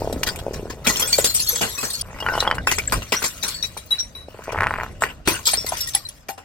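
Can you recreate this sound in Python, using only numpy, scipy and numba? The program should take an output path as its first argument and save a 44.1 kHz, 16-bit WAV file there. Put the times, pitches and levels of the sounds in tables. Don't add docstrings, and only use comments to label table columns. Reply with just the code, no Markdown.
import sys
import numpy as np
from scipy import signal
from scipy.fft import rfft, irfft
from scipy.io import wavfile
from scipy.ndimage import uniform_filter1d
from numba import njit

SR = 44100
rng = np.random.default_rng(int(sys.argv[2]) if len(sys.argv) > 2 else 0)


def gain_from_db(level_db):
    decades = np.asarray(level_db, float) / 20
    return 10 ** decades


def output_pcm(signal):
    pcm = np.clip(np.atleast_2d(signal).T, -1, 1) * 32767
    wavfile.write(sys.argv[1], SR, np.round(pcm).astype(np.int16))


N = 284136


def unit(x):
    return x / np.sqrt(np.mean(x ** 2))


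def curve(rows, column):
    rows = np.array(rows, float)
    return np.interp(np.arange(N) / SR, rows[:, 0], rows[:, column])


def shaped(x, points):
    hz, db = np.transpose(points)
    f = np.maximum(np.fft.rfftfreq(N, 1 / SR), 1)
    gain = gain_from_db(np.interp(np.log(f), np.log(hz), db))
    return irfft(rfft(x) * gain, N)


def hiss(lo_hz, hi_hz, alike, lag=0):
    common, left, right = rng.standard_normal((3, N))
    shared = np.array([common, np.roll(common, int(lag))])
    c = np.clip(alike, 0, 1)
    pair = np.sqrt(c) * shared + np.sqrt(1 - c) * np.array([left, right])
    band = signal.butter(2, [lo_hz, min(hi_hz, .45 * SR)], "band", fs=SR, output="sos")
    return unit(signal.sosfilt(band, pair))


def flicker(size, spread_db):
    drift = unit(uniform_filter1d(rng.standard_normal(N), size=size))
    return unit(gain_from_db(spread_db * drift))


def patchy(lo_hz, hi_hz, alike, lag, count):
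    edges = np.geomspace(lo_hz, hi_hz, count)
    return sum(hiss(lo, hi, alike, lag) * np.sqrt(hi - lo) * flicker(size=1300, spread_db=5.5)
               for lo, hi in zip(edges, edges[1:]))


@njit
def add(out, start, stop, hz, t60, rise, size):
    for k in range(len(start)):
        turn = np.exp(2j * np.pi * hz[k] / SR - np.log(1000) / (t60[k] * SR))
        closing = np.exp(-1 / (rise[k] * SR))
        z, gap, first = size[k] + 0j, 1., int(start[k])
        for i in range(max(first, 0), min(first + int(t60[k] * SR), int(stop[k]))):
            z *= turn
            gap *= closing
            out[i] += z.real * (1 - gap) ** 2


SCENE_STARTS = [
    0,
    2.021,
    4.279,
]


def rings(s, hz, t60, rise, size, pan_db, lag):
    values = np.broadcast_arrays(s, hz, t60, rise, size, pan_db, lag)
    s, hz, t60, rise, size, pan_db, lag = (np.ascontiguousarray(v, float) for v in values)
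    ends = np.append(np.array(SCENE_STARTS[1:]) * SR, N)
    stop = ends[np.searchsorted(SCENE_STARTS, s, "right") - 1]
    t60, rise = np.abs(t60), np.abs(rise)
    out = np.zeros((2, N))
    add(out[0], s * SR, stop, hz, t60, rise, size * gain_from_db(pan_db / 2))
    add(out[1], s * SR + lag, stop, hz, t60, rise, size * gain_from_db(-pan_db / 2))
    return out


# (time [s], level [dB])
ROLLING = [
    [(0.0, -31.5), (0.3, -34), (0.84, -41)],
    [(2.03, -39), (2.25, -27.5), (2.464, -20.5), (2.55, -28), (2.66, -50)],
    [(4.28, -46), (4.5, -26), (4.65, -17), (4.85, -24.5), (4.9, -43), (5.0, -65)],
]
ROLLING_HZ = [
    527,
    915,
    1100,
]


def rolling():
    per_s = 150
    out = 0
    for rows, hz in zip(ROLLING, ROLLING_HZ):
        s, db = np.transpose(rows)
        count = int(per_s * (s[-1] - s[0]))
        timing, tuning, force, place = rng.random((count, 4)).T
        at = s[0] + (np.arange(count) + 1.8 * timing) / per_s
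        pitch = hz * 2 ** (1.3 * (tuning - .4))
        size = gain_from_db(np.interp(at, s, db) + 9 + np.minimum(-3.5 * np.log(force), 7))
        out = out + rings(at, pitch, 4 / pitch, .0002, size, 1.3 + 5 * (place - .5), 3)
    return out


# (time [s], level [dB])
BREEZE = [(0.0, -28.5), (0.2, -34), (1.9, -43), (2.6, -30), (2.87, -37), (2.98, -24), (3.07, -40.5),
          (4.5, -46), (4.57, -30), (5.25, -44), (5.3, -27), (5.44, -46.5), (5.61, -38.5), (6.44, -54.5)]
# (frequency [Hz], density [dB per Hz])
BREEZE_COLOUR = [(20, -11), (48, -1), (97, -3), (386, -21), (499, -18), (600, -14.5), (780, -21),
                 (1320, -120)]
# (frequency [Hz], density [dB per Hz])
AIR = [(150, -50), (250, 1.5), (444, -33), (528, -8), (816, -11.5), (7840, -30), (11700, -65), (16000, -56)]


def outdoors():
    breeze = unit(shaped(hiss(15, 700, .9), BREEZE_COLOUR))
    breeze = breeze * flicker(size=2000, spread_db=1.5) * gain_from_db(curve(BREEZE, 1))
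    air = unit(shaped(hiss(280, 17000, 0.08), AIR))
    return breeze + air * gain_from_db(-57)


# (time [s], level [dB])
DEBRIS = [
    [(0.0, -37.5), (0.84, -49), (0.85, -25), (1.054, -27), (2.02, -28)],
    [(2.021, -50.5), (2.23, -43), (2.4, -29.5), (2.58, -53), (2.69, -38), (3.38, -34), (4.08, -46.5),
     (4.278, -57)],
    [(4.279, -49.5), (4.85, -43.5), (5.3, -73), (5.47, -40.5), (5.77, -28), (6.16, -45.5), (6.44, -81)],
]
DEBRIS_MIDDLE_DB = [
    -11.5,
    -6,
    -4,
]
# (burst time [s], drying time [s], ringing gain [dB])
DRYING = [
    (.85, .08, 6.5),
    (2.7, .8, 3.5),
    (5.2, .25, 4),
]


def loose():
    t = np.arange(N) / SR
    vessel = np.searchsorted(SCENE_STARTS, t, "right") - 1
    high = gain_from_db(curve(np.vstack(DEBRIS), 1))
    scrape = sum(gain_from_db(curve(rows, 1) - 16) * (t >= rows[0][0]) * (t < rows[-1][0]) for rows in ROLLING)
    burst, drying, gain_db = np.array(DRYING)[vessel].T
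    ringing = gain_from_db(-4.5 + gain_db * np.clip((t - burst) / drying, 0, 1))
    return high, high * gain_from_db(np.array(DEBRIS_MIDDLE_DB)[vessel]) + scrape, ringing


# (time [s], level [dB], rise [s], t60 [s])
GRIT = [(0.126, -18.5, 0.0016, 0.025), (0.231, -5, 0.0032, 0.027), (0.262, -1.5, 0.017, 0.1),
        (0.359, -22, 0.0018, 0.036), (0.387, -25.5, 0.0035, 0.072), (0.532, -19, 0.0093, 0.11),
        (0.6976, -19.5, 0.0059, 0.084), (0.841, -18.5, 0.021, 0.93), (2.2015, -23, 0.0035, 0.024),
        (2.402, -7.5, 0.0047, 0.019), (2.544, -22.5, 0.0052, 0.085), (4.437, -24, 0.0066, 0.018),
        (4.519, -20, 0.0051, 0.037), (4.832, -26, 0.0022, 0.02), (5.006, -25.5, 0.0051, 0.16),
        (5.252, -23.5, 0.011, 0.5)]
# (time [s], treble level [dB], weight [dB], t60 [s])
JAR_CRASHES = [(0.8682, -4, -20, 0.16), (0.958, -15, -28, 0.066), (0.995, -6, -23.5, 0.1),
               (1.019, -10.5, -21.5, 0.15), (1.0703, -17, -29.5, 0.1), (1.0858, -21.5, -22, 0.19),
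               (1.1243, -4, -31.5, 0.16), (1.181, -6, -21, 0.2), (1.241, 0, -27, 0.15),
               (1.2973, -18.5, -21, 0.066), (1.341, -9.5, -33.5, 0.24), (1.3954, -7, -31, 0.099),
               (1.4646, -12.5, -31, 0.11), (1.487, -13.5, -27.5, 0.43), (1.555, -17.5, -23.5, 0.18),
               (1.6114, -12.5, -15, 0.33), (1.777, -23, -22.5, 0.92), (1.828, -19, -14.5, 0.18),
               (1.901, -13, -39, 0.068), (1.931, -20, -37, 0.089), (2.011, -7, -38, 0.042)]
BOTTLE_CRASHES = [(2.67, -18, -12, 0.21), (2.713, -10, -18.5, 0.11), (2.784, -16, -9.5, 0.055),
                  (2.9228, -13, -11.5, 0.16), (3.021, -29, -7, 0.051), (3.121, -9, -15, 0.22),
                  (3.223, -15, -15.5, 0.13), (3.239, -8.5, -20.5, 0.15), (3.431, -12.5, -19.5, 0.26),
                  (3.479, -16, -25.5, 0.22), (3.632, -19.5, -18, 0.13), (3.771, -22.5, -17.5, 0.12),
                  (3.905, -27.5, -17, 0.39), (3.994, -18, -30, 0.063), (4.15, -47, -6, 0.4)]
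SMALL_CRASHES = [(5.0206, -29, -4.5, 0.34), (5.274, -9.5, -19.5, 0.36), (5.454, -4.5, -52, 0.11),
                 (5.469, -3.5, -31.5, 0.25), (5.537, -14.5, -20.5, 0.13), (5.663, -16, -24, 0.11),
                 (5.687, -16, -37, 0.042), (5.7187, -22.5, -15, 0.19), (5.768, -21, -24, 0.19),
                 (5.8054, -10.5, -30, 0.06), (5.87, -13, -34, 0.058), (5.8863, -11, -42, 0.048),
                 (5.935, -17, -27.5, 0.086), (5.947, -8, -25.5, 0.1), (6.0877, -21, -42, 0.016),
                 (6.2854, -17.5, -16.5, 0.12), (6.377, -34, -9.5, 0.18)]
BASS_DB = [
    5.7,
    9,
    3.9,
    4.8,
]


def crashes():
    bass_per_weight, grit_weight_db = 1.286, -14.5
    heavy_rise_s, light_rise_s, light_below_db = 0.00029, 0.0036, -42.5
    grit_bass_db = BASS_DB[0] + bass_per_weight * grit_weight_db
    rows = [(s, db, grit_weight_db, grit_bass_db, rise, t60) for s, db, rise, t60 in GRIT]
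    for table, bass_db in zip((JAR_CRASHES, BOTTLE_CRASHES, SMALL_CRASHES), BASS_DB[1:]):
        for s, db, weight_db, t60 in table:
            lightness = min(weight_db / light_below_db, 1)
            rise = heavy_rise_s + (light_rise_s - heavy_rise_s) * lightness
            rows.append((s, db, weight_db, bass_db + bass_per_weight * weight_db, rise, t60))
    return np.transpose(rows)


# (frequency [Hz], density [dB per Hz])
SHARD_COLOUR = [(2400, 4.5), (2750, -16), (3220, 2), (4340, 3), (7990, 1.5), (10600, -6.5), (11700, -2),
                (15700, -7)]


def glass():
    s, db, mid_db, low_db, rise, t60 = crashes()
    high = rings(s - .001, 0, t60, rise, gain_from_db(db - 7), 0, 0)[0]
    mid = rings(s - .001, 0, t60 * .9, rise, gain_from_db(db + mid_db + 10), 0, 0)[0]
    low = rings(s - .001, 0, t60 * .8, rise, gain_from_db(db + low_db + 3), 0, 0)[0]
    loose_high, loose_mid, ringing = loose()

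    when, which, force, damping, place, delay, detune = rng.random((7000, 7)).T
    pool_pitch, pool_decay = rng.random((600, 2)).T
    at = when * N / SR
    alive = (60 * at + 110 * which).astype(int)
    hz = 1200 + 15000 * pool_pitch[alive] ** 1.3 + 60 * detune
    clink_t60 = .025 + .2 * pool_decay[alive] * damping
    i = (at * SR).astype(int)
    colour_hz, colour_db = np.transpose(SHARD_COLOUR)
    colour = gain_from_db(np.interp(np.log(hz), np.log(colour_hz), colour_db))
    drive = np.where(hz > 2900, (high + loose_high)[i] * colour, (mid + loose_mid)[i] * gain_from_db(-0.5))
    size = drive * ringing[i] * gain_from_db(-16.5 + np.minimum(-4 * np.log(force), 7.5))
    clinks = rings(at, hz, clink_t60, .002, size, 3.5 + 8 * (place - .5), 8 + 14 * (delay - .5))
    clinks = clinks * flicker(size=150, spread_db=2.5)

    first_crack = rings(s, 0, 0.042, rise * 0.41, gain_from_db(db - 8.5), 0, 0)[0]
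    high = high + first_crack + loose_high * gain_from_db(-6)
    mid = mid + loose_mid * gain_from_db(-3)
    treble = unit(shaped(patchy(2500, 17000, .45, 10, count=20), SHARD_COLOUR)) * gain_from_db(-5.5)
    middle = unit(patchy(900, 3000, .5, 4, count=9)) * gain_from_db(-5)
    grind = (high * treble + mid * middle) / ringing * gain_from_db([[1.8], [-1.8]])
    thud = low * hiss(93, 875, 0.6, 9.1)
    return clinks + (grind + thud) * flicker(size=60, spread_db=2.0)


# (time [s], level [dB], pitch [Hz])
JAR_KNOCKS = [(0.02, -9.5, 527), (0.046, -13.5, 527), (0.075, -8, 527), (0.099, -15.5, 500),
              (0.108, -23, 450), (0.128, -13, 500), (0.162, -19.5, 420), (0.214, -19.5, 400),
              (0.326, -29.5, 350), (0.39, -27, 566), (0.426, -25.5, 455), (0.466, -10.5, 550),
              (0.482, -13.5, 504), (0.51, -15.5, 404), (0.536, -24, 400), (0.562, -23.5, 370),
              (0.596, -19, 328), (0.631, -19, 325), (0.656, -17.5, 456), (0.682, -27, 330),
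              (0.703, -20.5, 302), (0.737, -26, 500)]
BOTTLE_KNOCKS = [(2.127, -44, 744), (2.225, -15, 910), (2.264, -4, 1350), (2.278, -23, 860),
                 (2.2869, -2, 1470), (2.296, -17, 850), (2.338, -11, 895), (2.3532, -7.5, 890),
                 (2.366, -24, 850), (2.378, -4.5, 870), (2.384, -13, 800), (2.409, -22, 740),
                 (2.426, -5.5, 910), (2.438, -19, 905), (2.451, -13, 1100), (2.47, -8.5, 1100),
                 (2.4756, -0.5, 980), (2.501, -13, 1000), (2.5124, 3.5, 1500), (2.525, -11, 840),
                 (2.583, -9.5, 1380)]
SMALL_KNOCKS = [(4.285, -22.5, 524), (4.346, -26.5, 520), (4.392, -23, 540), (4.481, -14.5, 590),
                (4.492, -16, 660), (4.531, -15, 595), (4.547, -12, 1100), (4.559, -12, 900),
                (4.578, -10.5, 1150), (4.587, -4, 1520), (4.607, 1.5, 1530), (4.621, -1.5, 1340),
                (4.633, -1, 1320), (4.641, -4, 1660), (4.654, -16, 1500), (4.669, 0.5, 1510),
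                (4.708, -4.5, 1360), (4.739, -5.5, 1430), (4.759, -12, 1500), (4.786, -12, 1310),
                (4.8, -10.5, 1590), (4.81, -10, 1490), (4.834, -10.5, 1110), (4.864, -18, 1200),
                (5.022, 0, 1100), (5.037, 4.5, 1630)]
# (time [s], level [dB], pitch [Hz])
LANDINGS = [(0.233, -2.5, 2700), (0.275, -17, 2130), (0.865, -7, 1910), (1.187, -22, 570), (1.61, -21, 745),
            (2.673, 2.5, 1330), (2.7151, -1, 2440), (2.722, -9, 890), (2.783, -14, 1000), (2.82, -20, 3000),
            (2.838, -23, 3100), (2.856, -24, 3000), (2.898, -18, 3300), (2.912, -22, 3200),
            (2.9233, -8.5, 920), (3.123, -11, 790), (3.221, -13.5, 1350), (3.768, -20, 855),
            (5.276, -11.5, 312), (5.277, -2.5, 1440), (5.535, -22, 700), (5.578, -24, 450),
            (5.646, -19, 504), (6.29, -21, 655)]


def knocks():
    s, db, hz = np.transpose(JAR_KNOCKS + BOTTLE_KNOCKS + SMALL_KNOCKS + LANDINGS)
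    half = 256
    out, t = np.zeros((2, N + 2 * half)), np.arange(-half, half) / SR
    for start, gain, f in zip(s, gain_from_db(db), hz):
        swing = -gain * np.cos(2 * np.pi * f * t) * np.exp(-(t * f / .5) ** 2)
        i = max(int((start + 0.00049) * SR) - half, 0)
        out[:, i:i + 2 * half] += [swing * gain_from_db(.6), np.roll(swing, 2) * gain_from_db(-.6)]
    ticks = rings(s, 0, 0.0087, 0.00054, gain_from_db(db - 24.5), 0, 0) * hiss(1500, 12000, 0.72, 1.8)
    wobble = 1 + 0.332 * rng.standard_normal(len(s))
    after_ring = rings(s + .0012, hz * wobble, 18 / hz, .0003, gain_from_db(db - 14), 1.2, 3)
    return out[:, :N] + ticks + after_ring


# (time
# [s], level [dB], pitch [Hz], t60 [s])
HOLLOWS = [(0.13, -15.5, 246, 0.08), (0.163, -17, 272, 0.1), (1.186, 6.5, 574, 0.018),
           (1.526, -28, 486, 0.26), (5.721, -3.5, 750, 0.032), (5.945, -19, 799, 0.11),
           (6.289, -18.5, 786, 0.16), (6.378, -33, 780, 0.19), (0.872, -8, 240, 0.068),
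           (0.899, -4, 256, 0.023), (5.276, 0.5, 324, 0.038), (5.306, -20.5, 329, 0.13)]
# (time [s], level [dB], pitch [Hz], t60 [s])
JAR_TINGS = [(0.9573, -2, 3084, 0.022), (1.023, -8.5, 3260, 0.076), (1.1283, 0.5, 4490, 0.084),
             (1.295, -14, 4240, 0.14), (1.469, -13, 4290, 0.13), (1.779, -18, 2570, 0.095),
             (0.9696, -9.5, 7480, 0.058), (1.0724, -14.5, 8100, 0.2), (1.1272, -3, 6150, 0.025),
             (1.186, -12, 8060, 0.088), (1.2442, -4, 9400, 0.093), (1.345, -6, 8160, 0.13),
             (1.398, -12.5, 10120, 0.15), (1.487, -5, 11450, 0.064), (2.0099, -4.5, 9400, 0.034)]
BOTTLE_TINGS = [(2.262, -19, 1413, 0.44), (2.2856, -18, 1515, 0.29), (2.673, -21, 1500, 0.079),
                (2.672, -8, 2642, 0.15), (2.765, -24, 7660, 0.12), (2.8741, 1, 7600, 0.019),
                (3.1654, -9.5, 5810, 0.065), (3.255, -13.5, 7140, 0.14)]
SMALL_TINGS = [(5.571, -9.5, 5440, 0.19), (5.666, -23.5, 8000, 0.21), (5.8053, -14.5, 5403, 0.18),
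               (5.871, -14, 9440, 0.05), (5.9502, 12.5, 10200, 0.014), (6.0867, -13.5, 10390, 0.038)]
# (time [s], level [dB], pitch [Hz], t60 [s])
JAR_CLINKS = [(0.893, -15, 1960, 0.092), (0.921, -22, 6280, 0.107), (0.995, -17, 7280, 0.11),
              (0.996, -14, 11200, 0.091), (1.017, -19, 14640, 0.077), (1.022, -10.5, 6200, 0.04),
              (1.023, -13, 5030, 0.065), (1.046, -30, 529, 0.24), (1.129, -17.5, 2350, 0.12),
              (1.211, -11.5, 6900, 0.066), (1.237, -29, 4280, 0.362), (1.255, -20, 6700, 0.062),
              (1.294, -19, 7300, 0.07), (1.296, -26, 6760, 0.1), (1.34, -20, 14900, 0.045),
              (1.357, -20.5, 5040, 0.041), (1.4, -20, 13200, 0.077), (1.419, -16, 6280, 0.11),
              (1.487, -19, 6190, 0.22), (1.492, -24, 11900, 0.14), (1.526, -21, 6140, 0.15),
              (1.529, -20, 9600, 0.032), (1.556, -10, 7670, 0.062), (1.571, -18, 15800, 0.051),
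              (1.608, -23.5, 4890, 0.2), (1.613, -13, 6150, 0.051), (1.622, -26.5, 8160, 0.18),
              (1.635, -24, 4290, 0.085), (1.69, -18, 11540, 0.056), (1.749, -24, 5820, 0.11),
              (1.783, -24, 1150, 0.17), (1.785, -21, 7800, 0.23), (1.839, -17, 8070, 0.087),
              (1.843, -27, 4500, 0.64), (1.876, -29, 6800, 0.13), (1.88, -30, 8270, 0.22),
              (1.903, -14.5, 8870, 0.071), (1.93, -17, 8080, 0.07), (1.937, -17, 4424, 0.14)]
BOTTLE_CLINKS = [(2.201, -20, 2860, 0.13), (2.222, -32.5, 860, 0.29), (2.398, -16, 5470, 0.05),
                 (2.58, -18.5, 1574, 0.096), (2.875, -18, 2150, 0.022), (2.881, -10, 1670, 0.021),
                 (3.151, -17, 4270, 0.037), (3.196, -31.5, 9560, 0.51), (3.257, -18, 9000, 0.099),
                 (3.434, -20, 5620, 0.14), (3.542, -26, 7850, 0.13), (3.542, -22.5, 4474, 0.36),
                 (3.666, -34, 15720, 0.07), (3.771, -21.5, 9650, 0.07), (3.858, -35, 15300, 0.06),
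                 (3.918, -8, 3910, 0.075), (3.638, -15, 3890, 0.083), (3.03, -32, 6150, 0.081),
                 (3.983, -13, 3980, 0.092)]
SMALL_CLINKS = [(5.329, -15, 9150, 0.05), (5.463, -6, 7640, 0.07), (5.463, -16, 4080, 0.075),
                (5.468, -20, 14340, 0.025), (5.467, -9, 5400, 0.088), (5.486, -10.5, 2340, 0.043),
                (5.534, 1, 9040, 0.04), (5.535, -1.5, 740, 0.016), (5.666, -25, 4090, 0.04),
                (5.667, -24, 2070, 0.09), (5.679, -26, 8200, 0.055), (5.688, -8, 9770, 0.051),
                (5.81, -10, 11660, 0.048), (5.872, -26, 1890, 0.074), (5.958, -16, 1980, 0.038),
                (5.983, -30, 4090, 0.085), (6.048, -31, 8280, 0.078), (6.051, -16.5, 4060, 0.09),
                (6.378, -37, 3070, 0.023)]


def shards():
    s, db, hz, t60 = np.transpose(JAR_TINGS + BOTTLE_TINGS + SMALL_TINGS + HOLLOWS
                                  + JAR_CLINKS + BOTTLE_CLINKS + SMALL_CLINKS)
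    place, delay, up, up_late, down, down_late = rng.random((len(s), 6)).T
    pan_db, lag = 3.5 + 6 * (place - .5), 2 + 7 * delay
    spread_hz = 70 + .012 * hz
    out = rings(s, hz, t60, .0015, gain_from_db(db - 3), pan_db, lag)
    for side, u, late in ((1, up, up_late), (-1, down, down_late)):
        again, near_hz = s + .15 * t60 * late, hz + side * spread_hz * (.3 + u)
        out = out + rings(again, near_hz, t60 * .6, .002, gain_from_db(db - 11), pan_db, lag)
    return out * flicker(size=220, spread_db=1.8)


# (time [s], level [dB])
CRACKS = [(0.235, -5), (0.276, -7), (0.289, -5), (0.8699, -3), (0.877, -1), (1.129, -5.5), (1.2457, -7),
          (1.488, -17), (2.6728, -8.5), (2.7147, -6.5), (2.922, -7), (3.439, -13), (5.4704, -9),
          (5.5343, -4), (5.543, -20), (5.951, -12)]
CRACK_HZ = [
    2300,
    5200,
    8600,
]


def cracks():
    s, db = np.transpose(CRACKS)
    tuning = rng.random((len(s), 3)).T
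    return sum(rings(s, hz * (.8 + .4 * u), 0.0031, .00005, gain_from_db(db - 3), 3, 4)
               for hz, u in zip(CRACK_HZ, tuning))


# (frequency [Hz], level relative to the knock [dB], t60 [s])
BOTTLE_MODES = [
    (2000, -22, .03),
    (2900, -20, .04),
    (4700, -33, .035),
    (5600, -34, .03),
]


def bottle():
    s, db, _ = np.transpose(BOTTLE_KNOCKS)
    uneven_db = 3.5 * rng.standard_normal((len(s), len(BOTTLE_MODES))).T
    return sum(rings(s, hz * (1 + .013 * u), t60, .0006, gain_from_db(.6 * db + mode_db + u), 1., 2)
               for (hz, mode_db, t60), u in zip(BOTTLE_MODES, uneven_db))


# (time [s], first mode level [dB], second mode level [dB], rise [s], t60 [s])
BASE = [
    (3.426, -29, -51, 0.0009, 0.065),
    (3.6255, -25.5, -39.5, 0.00084, 0.077),
    (3.776, -46, -75.5, 0.0019, 0.11),
    (3.906, -9, -50, 0.0091, 0.06),
    (3.9861, -39, -32.5, 0.0061, 0.12),
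    (4.149, -38.5, -68.5, 0.003, 0.17),
]
BASE_HZ = [
    3907,
    5662,
    9680,
    11190,
    14100,
]


def base():
    s, first_db, second_db, rise, t60 = np.transpose(BASE)
    upper_db = -29.5 + 0.92 * first_db
    levels = (first_db + 5.5, second_db + 18, upper_db + 14.5, upper_db + 15, upper_db + 15.5)
    lengths = (1.8, 1.08, 1.5, 1.6, 0.68)
    out = 0
    for hz, db, length in zip(BASE_HZ, levels, lengths):
        out = out + rings(s, hz, t60 * length, rise, gain_from_db(db), 10.0, 12.1)
        out = out + rings(s, hz * 1.008, t60 * length, rise, gain_from_db(db), 1.1, 8.5)
    return out * flicker(size=400, spread_db=1.5)


# (delay [s], level [dB])
STEP_ECHOES = [
    (.0021, -14),
    (.0047, -17),
    (.0093, -20),
    (.016, -24),
    (.027, -29),
]


def scene():
    near = rolling() + glass() + knocks() + shards() + cracks() + bottle() + base()
    slaps = 0
    for k, (s, db) in enumerate(STEP_ECHOES):
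        crossed = near[::(-1) ** k]
        slaps = slaps + gain_from_db(db) * np.roll(crossed, int(s * SR), axis=1)
    t = np.arange(N) / SR
    since_change = t - np.array(SCENE_STARTS)[np.searchsorted(SCENE_STARTS, t, "right") - 1]
    return near + slaps * (since_change > STEP_ECHOES[-1][0]) + outdoors()


def roll_off(x):
    return signal.sosfilt(signal.butter(12, 16810, fs=SR, output="sos"), x)


def record(dry):
    ceiling, top_hz = .98, 15900
    rounded = ceiling * np.tanh(dry / ceiling)
    low_pass = signal.ellip(8, .2, 60, top_hz, fs=SR, output="sos")
    return roll_off(signal.sosfilt(low_pass, rounded))


dry = scene()
out = record(dry)
output_pcm(out)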